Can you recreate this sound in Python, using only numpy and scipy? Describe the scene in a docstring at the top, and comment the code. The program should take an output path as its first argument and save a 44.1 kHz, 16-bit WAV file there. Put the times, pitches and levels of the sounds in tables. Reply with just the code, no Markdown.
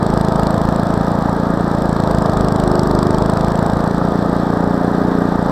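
"""A single-cylinder four-stroke snowblower chews through a snow bank, close up, microphone at its handlebar.
Deep snow loads it: the speed sags, the rasp on each thump grows, the intake gulps and the impeller belt slips.
Pulses, resonances and shaped noise follow the engine cycle: exhaust thumps, and valve gear knocking on steel.
Augers roar and snow hisses out of the chute; one charge burns late, a brief stumble."""
import sys
import numpy as np
from scipy import signal
from scipy.fft import rfft, irfft
from scipy.io import wavfile

SR = 44100
rng = np.random.default_rng(int(sys.argv[2]) if len(sys.argv) > 2 else 0)


def master_out(mix):
    """Clip the mix to full scale and print it as 16-bit PCM to the path in sys.argv[1]."""
    frames = np.transpose(np.atleast_2d(mix))
    ceiling = np.clip(frames, -1, 1)
    pcm = np.round(ceiling * 32767).astype(np.int16)
    wavfile.write(sys.argv[1], SR, pcm)


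N = 242991

# engine speed: (time [s], firing rate [1/s])
SPEED = [(0, 27.43), (.436, 27.065), (.852, 27.945), (1.579, 28.74), (2.088, 27.175), (2.405, 26.62),
         (2.743, 25.5), (3.025, 25.48), (3.543, 27.69), (3.924, 28.47), (5.171, 29.55), (5.51, 28.55)]
FIRST_TURN = .19  # place in the engine cycle at the start, 0-1
LATE_BURN_S = 4.015
# the engine runs free at FREE_HZ firings per second; a full load of snow drags it down by DROOP_HZ
FREE_HZ, DROOP_HZ = 29.336, 2.35
# snow packs the augers at once, but they clear at most this share of a full load per second
CLEAR_PER_S = 0.93


def gain_of(db):
    """Decibels to amplitude."""
    return 10 ** (np.asarray(db) / 20)


def evened(x):
    """Scales to rms 1."""
    return x / np.sqrt(np.mean(x ** 2) + 1e-20)


def follow(curve):
    """A control curve at every sample."""
    return np.interp(np.arange(N) / SR, *np.transpose(curve))


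def response(points, size=4096):
    """Causal (minimum-phase) impulse response with the given spectrum, peak 1."""
    hz, db = np.transpose(points)
    bins_hz = abs(np.fft.fftfreq(size, 1 / SR))
    log_gain = np.log(gain_of(np.interp(np.log(bins_hz + 1), np.log(hz), db)))
    spectrum = np.exp(np.conj(signal.hilbert(log_gain)))
    taps = np.fft.ifft(spectrum).real[:size // 2]
    return taps / abs(taps).max()


def pulse(points, lean, size=4096):
    """A rounded pressure dip with the given spectrum, centred; lean [rad] makes its front steeper than its back."""
    hz, db = np.transpose(points)
    bins_hz = np.fft.rfftfreq(size, 1 / SR)
    gain = gain_of(np.interp(np.log(bins_hz + 1), np.log(hz), db))
    gain[0] = 0  # no steady pressure
    shape = np.roll(irfft(gain * np.exp(-1j * lean), size), size // 2)
    return -shape / shape.max()


def ring(x, taps):
    """Passes x through an impulse response."""
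    return signal.oaconvolve(x, taps)[:N]


def noise(points, envelope):
    """Random noise of the given strength, coloured by a spectrum."""
    taps = response(points)
    return ring(envelope * rng.standard_normal(N), taps / np.linalg.norm(taps))


def wander(hz):
    """Slow chance of rms 1, up to the given rate."""
    spectrum = rfft(rng.standard_normal(N))
    return evened(irfft(spectrum * (np.fft.rfftfreq(N, 1 / SR) < hz), N))


def strokes(cycle, place, spread_db, jitter_s):
    """One click per engine cycle at the given place, each a little off in size and time."""
    at = np.flatnonzero(np.diff(np.floor(cycle - place)) > 0)
    size, slip = rng.standard_normal((len(at), 2)).T
    shifted = at + np.round(slip * jitter_s * SR).astype(int)
    clicks = np.zeros(N)
    clicks[np.clip(shifted, 0, N - 1)] = gain_of(spread_db * size)
    return clicks


def window(cycle, place, width):
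    """A bell that opens once per cycle; place and width in cycles."""
    distance = (cycle - place + .5) % 1 - .5
    return np.exp(-.5 * (distance / width) ** 2)


def snow_load():
    """Load 0-1: the more snow the augers take, the further the speed sags below its free run; it clears gradually."""
    sag = np.clip((FREE_HZ - follow(SPEED)) / DROOP_HZ, 0, 1)
    cleared = CLEAR_PER_S * np.arange(N) / SR
    return np.maximum.accumulate(sag + cleared) - cleared


def throttle():
    """Opening 0-1: the governor opens it as the speed sags."""
    return np.clip((28 - follow(SPEED)) / 2.4, 0, 1)


def late_burn():
    """True for the short while in which the late charge leaves."""
    return abs(np.arange(N) / SR - LATE_BURN_S) < .012


def exhaust(cycle, load):
    """Each blowdown sends a sharp front, then a thump through the muffler that deepens with load."""
    # muffler thump on a light load: (frequency [Hz], relative level [dB])
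    light_spectrum = [(18, -18), (28, -13.5), (57, -7.5), (90, -16.5), (115, -6), (145, -10.5), (178, 3.5),
                      (205, 2.5), (232, -5), (265, -1.5), (320, -9), (420, -16.5), (650, -33), (2000, -84)]
    # muffler thump on a full load: (frequency [Hz], relative level [dB])
    full_spectrum = [(18, -12), (27, -8), (53, -1), (80, -5.5), (108, -3.5), (135, 0.5), (165, 3.5),
                     (195, 3.5), (225, 1.5), (270, -14), (360, -32), (450, -42), (650, -43), (2000, -69)]
    # sharp front of each blowdown: (frequency [Hz], relative level [dB])
    front_spectrum = [(100, -7), (250, -25), (420, -1), (640, -2.5), (850, -19), (1200, -10.5),
                      (1700, -21.5), (2600, -55)]
    late = late_burn()
    blows = strokes(cycle, place=-0.0064, spread_db=-0.16, jitter_s=.0001)
    # the late charge leaves as two weaker puffs
    second_puff = .85 * np.roll(blows * late, round(.0066 * SR))
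    blows = blows * (1 - .35 * late) + second_puff
    light = signal.oaconvolve(blows * (1 - load), pulse(light_spectrum, lean=0.71), "same")
    full = signal.oaconvolve(blows * load, pulse(full_spectrum, lean=0.43), "same")
    fronts = strokes(cycle, place=-.054, spread_db=1.5, jitter_s=.00008)
    # turned over, so the front is a pressure rise
    front = -signal.oaconvolve(fronts, pulse(front_spectrum, lean=0), "same")
    return gain_of(-4.5) * (light + full) + front * gain_of(-16.0 + 3.2 * load)


def bright_rasp(cycle, load):
    """A bright rasp a few milliseconds long comes with each exhaust thump, louder under load: bursts of noise."""
    # bright rasp: (frequency [Hz], relative level [dB])
    rasp_spectrum = [(1200, 11.5), (2600, -6), (3600, 4), (5400, 2), (6500, -11.5), (7200, -1.5), (8400, 4),
                     (9100, -12), (9800, -10), (11000, -24.5), (12500, -5.5), (13400, -23), (14500, -16)]
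    # extra hiss in the rasp at wide throttle: (frequency [Hz], relative level [dB])
    hiss_spectrum = [(1500, -2), (3000, -18), (4600, 4), (5500, 7), (6300, -19), (7500, -9), (9800, -19.5),
                     (12500, -19), (14500, -22)]
    age = np.arange(SR // 60) / SR / .00125  # in units of the 1.25 ms rise
    starts = strokes(cycle, place=-.045, spread_db=.8, jitter_s=.0001)
    # the late charge leaves with little rasp
    bursts = ring(starts, age * np.exp(1 - age)) * (1 - .8 * late_burn())
    rasp = noise(rasp_spectrum, bursts * gain_of(-35.0 + 11.8 * load))
    hiss = noise(hiss_spectrum, bursts * throttle() * gain_of(-31.5))
    return rasp + hiss


def intake(cycle, load):
    """The carburettor gulps once a cycle, earlier and louder as the throttle opens."""
    # gulp: (frequency [Hz], relative level [dB])
    gulp_spectrum = [(60, -50), (150, -31), (210, -5), (285, 3.5), (365, 5.5), (440, -2), (520, -4.5),
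                     (640, -17), (900, -38), (2500, -68)]
    gulps = strokes(cycle + .019 * throttle(), place=.652, spread_db=.8, jitter_s=.00006)
    more_db = 7 * throttle() ** 2
    return signal.oaconvolve(gulps * gain_of(-15 + more_db), pulse(gulp_spectrum, lean=0.038), "same")


def drone(cycle, load):
    """Harmonics of the firing rate swell as the speed carries them through narrow resonances."""
    # airbox and silencer resonances:
    # (frequency [Hz], width [Hz], light-load level [dB], full-load level [dB])
    resonances = [(273.7, 16, -22.5, -59), (286.8, 27, -36, -27.5), (359.4, 11.7, -40, -22),
                  (418.4, 54, -27, -37.5), (617, 41, -35, -35), (655.3, 27, -58, -28), (699, 20, -28, -70)]
    speed, hum = follow(SPEED), np.zeros(N)
    for hz, width, light_db, full_db in resonances:
        strength = gain_of(light_db + (full_db - light_db) * load + 0.71 * wander(hz=3.7))
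        # every harmonic that the changing speed brings near this resonance
        for k in range(int(hz / speed.max()), int(hz / speed.min()) + 2):
            detuning = 2 * (k * speed - hz) / width
            hum -= strength * np.cos(2 * np.pi * k * cycle) / (1 + detuning ** 2)
    return hum


def valve_gear(cycle, load):
    """Tappets and piston rap on the steel housing, which rings in decaying modes; each rap has a short tick."""
    # knocks of one cycle: (place in the cycle [0-1], relative housing level [dB], relative tick level [dB])
    knock_places = [(0.19, -21, -36.5), (.36, -22.5, -40), (0.535, -25, -30), (.66, -19, -42),
                    (0.791, -24, -36)]
    # modes of the steel housing: (frequency [Hz], relative level [dB], decay time t60 [s])
    housing_modes = [(419.3, 7.5, 0.023), (594, 0.5, 0.027), (680, 1, 0.031), (896.6, -5.5, 0.065),
                     (1230, -7.5, 0.074), (1597, -6.5, 0.023), (1855, -15, 0.026)]
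    # bright tick: (frequency [Hz], relative level [dB])
    tick_spectrum = [(1500, -16), (3500, 3.5), (5600, 5), (6500, -6.5), (8200, -4), (9300, -22),
                     (11000, -10), (12600, -6), (14500, -21)]
    t = np.arange(SR // 8) / SR
    # the blow takes a moment to spread through the sheet metal
    onset = 1 - np.exp(-t / .001)
    tick_shape = np.exp(-t / .003) - np.exp(-t / .0006)
    body, ticks = np.zeros(N), np.zeros(N)
    for place, body_db, tick_db in knock_places:
        knocks = strokes(cycle, place, spread_db=2, jitter_s=.00011)
        modes = np.zeros(len(t))
        for hz, db, t60 in housing_modes:
            modes += gain_of(db - 60 * t / t60) * np.sin(2 * np.pi * (hz * t + rng.random()))
        body += gain_of(body_db) * ring(knocks, onset * modes)
        ticks += gain_of(tick_db) * ring(knocks, tick_shape)
    return body * gain_of(-3.0 + 1 * load) + noise(tick_spectrum, ticks * gain_of(-8 + 1.4 * load))


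def impeller(cycle, load):
    """The blades hum just under twice the firing rate; snow slips the belt and loads the blades."""
    turn = 2 * np.pi * np.cumsum(follow(SPEED) * (1.905 - .05 * load)) / SR
    # (multiple of the hum, unloaded level [dB], rise at full load [dB])
    blades = [(1, -47.0, 16.3), (2, -36.0, 6.8), (3, -36, 1.2), (4, -51.0, 1), (5, -39.5, 1.5)]
    hum = np.zeros(N)
    for multiple, db, more_db in blades:
        strength = gain_of(db + more_db * load + wander(hz=6.1)) * np.sqrt(2)  # rms to peak
        hum += strength * np.cos(multiple * turn + rng.uniform(0, 2 * np.pi))
    return hum


def augers(cycle, load):
    """Augers churn the snow into a broad roar that throbs once per engine cycle."""
    # roar: (frequency [Hz], relative level [dB])
    roar_spectrum = [(20, -16), (45, -16.5), (100, -5), (200, -5), (300, -3.5), (420, -2.5), (520, -3.5),
                     (700, -2), (900, -3.5), (1050, -7), (1270, -6.5), (1450, -15), (1750, -16),
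                     (2100, -33), (2700, -55.5), (5000, -81.5)]
    throb = 1 + .5 * window(cycle, place=-0.076, width=0.1)
    flutter_db = .9 * wander(hz=40)
    return noise(roar_spectrum, throb * gain_of(-24.0 + 2 * load + flutter_db))


def chute(cycle, load):
    """Snow rumbles in the chute and sprays out: two unsteady noises that grow with load."""
    # rumble: (frequency [Hz], relative level [dB])
    rumble_spectrum = [(25, -38), (50, -8), (85, -7), (140, -9.5), (300, -13.5), (520, -13), (850, -5),
                       (1200, -14), (3000, -57)]
    # spray: (frequency [Hz], relative level [dB])
    spray_spectrum = [(1350, -29), (2300, -2.5), (2750, -10.5), (3430, 1.5), (3710, 2.5), (5570, -6.5),
                      (6550, -18.5), (8070, -10.5), (8510, -12), (9120, -41), (9850, -21), (10600, -31),
                      (12700, -25.5), (13500, -26), (14500, -58)]
    rumble = noise(rumble_spectrum, gain_of(-35.0 + 4.4 * load + 2.3 * wander(hz=9.2)))
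    unsteady_db = 1 * wander(hz=58.0) + 0.47 * wander(hz=8.7)
    spray = noise(spray_spectrum, gain_of(-46.0 + 0.68 * load + unsteady_db))
    return rumble + spray


def flywheel_fan(cycle, load):
    """The fan's air rush weakens as the throttle opens at low speed and as the load grows."""
    # rush: (frequency [Hz], relative level [dB])
    rush_spectrum = [(200, -29.5), (330, -4.5), (460, 1), (620, -8), (1000, -20), (1300, -9), (1650, -11.5),
                     (1900, -15), (2200, -35.5), (3000, -49.5), (5000, -47)]
    return noise(rush_spectrum, gain_of(-29.0 - 8.2 * throttle() - 11.3 * load))


def scene():
    """The engine cycle and the load drive every part."""
    cycle = FIRST_TURN + np.cumsum(follow(SPEED)) / SR
    load = snow_load()
    parts = (exhaust, bright_rasp, intake, drone, valve_gear, impeller, augers, chute, flywheel_fan)
    return sum(part(cycle, load) for part in parts)[None]


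def record(dry):
    """Full-scale limit, then the band limit."""
    edge = signal.firwin(255, 14500, window=("kaiser", 8), fs=SR)
    return signal.oaconvolve(np.clip(dry, -1, 1), edge[None], "same")


dry = scene()
out = record(dry)
master_out(out)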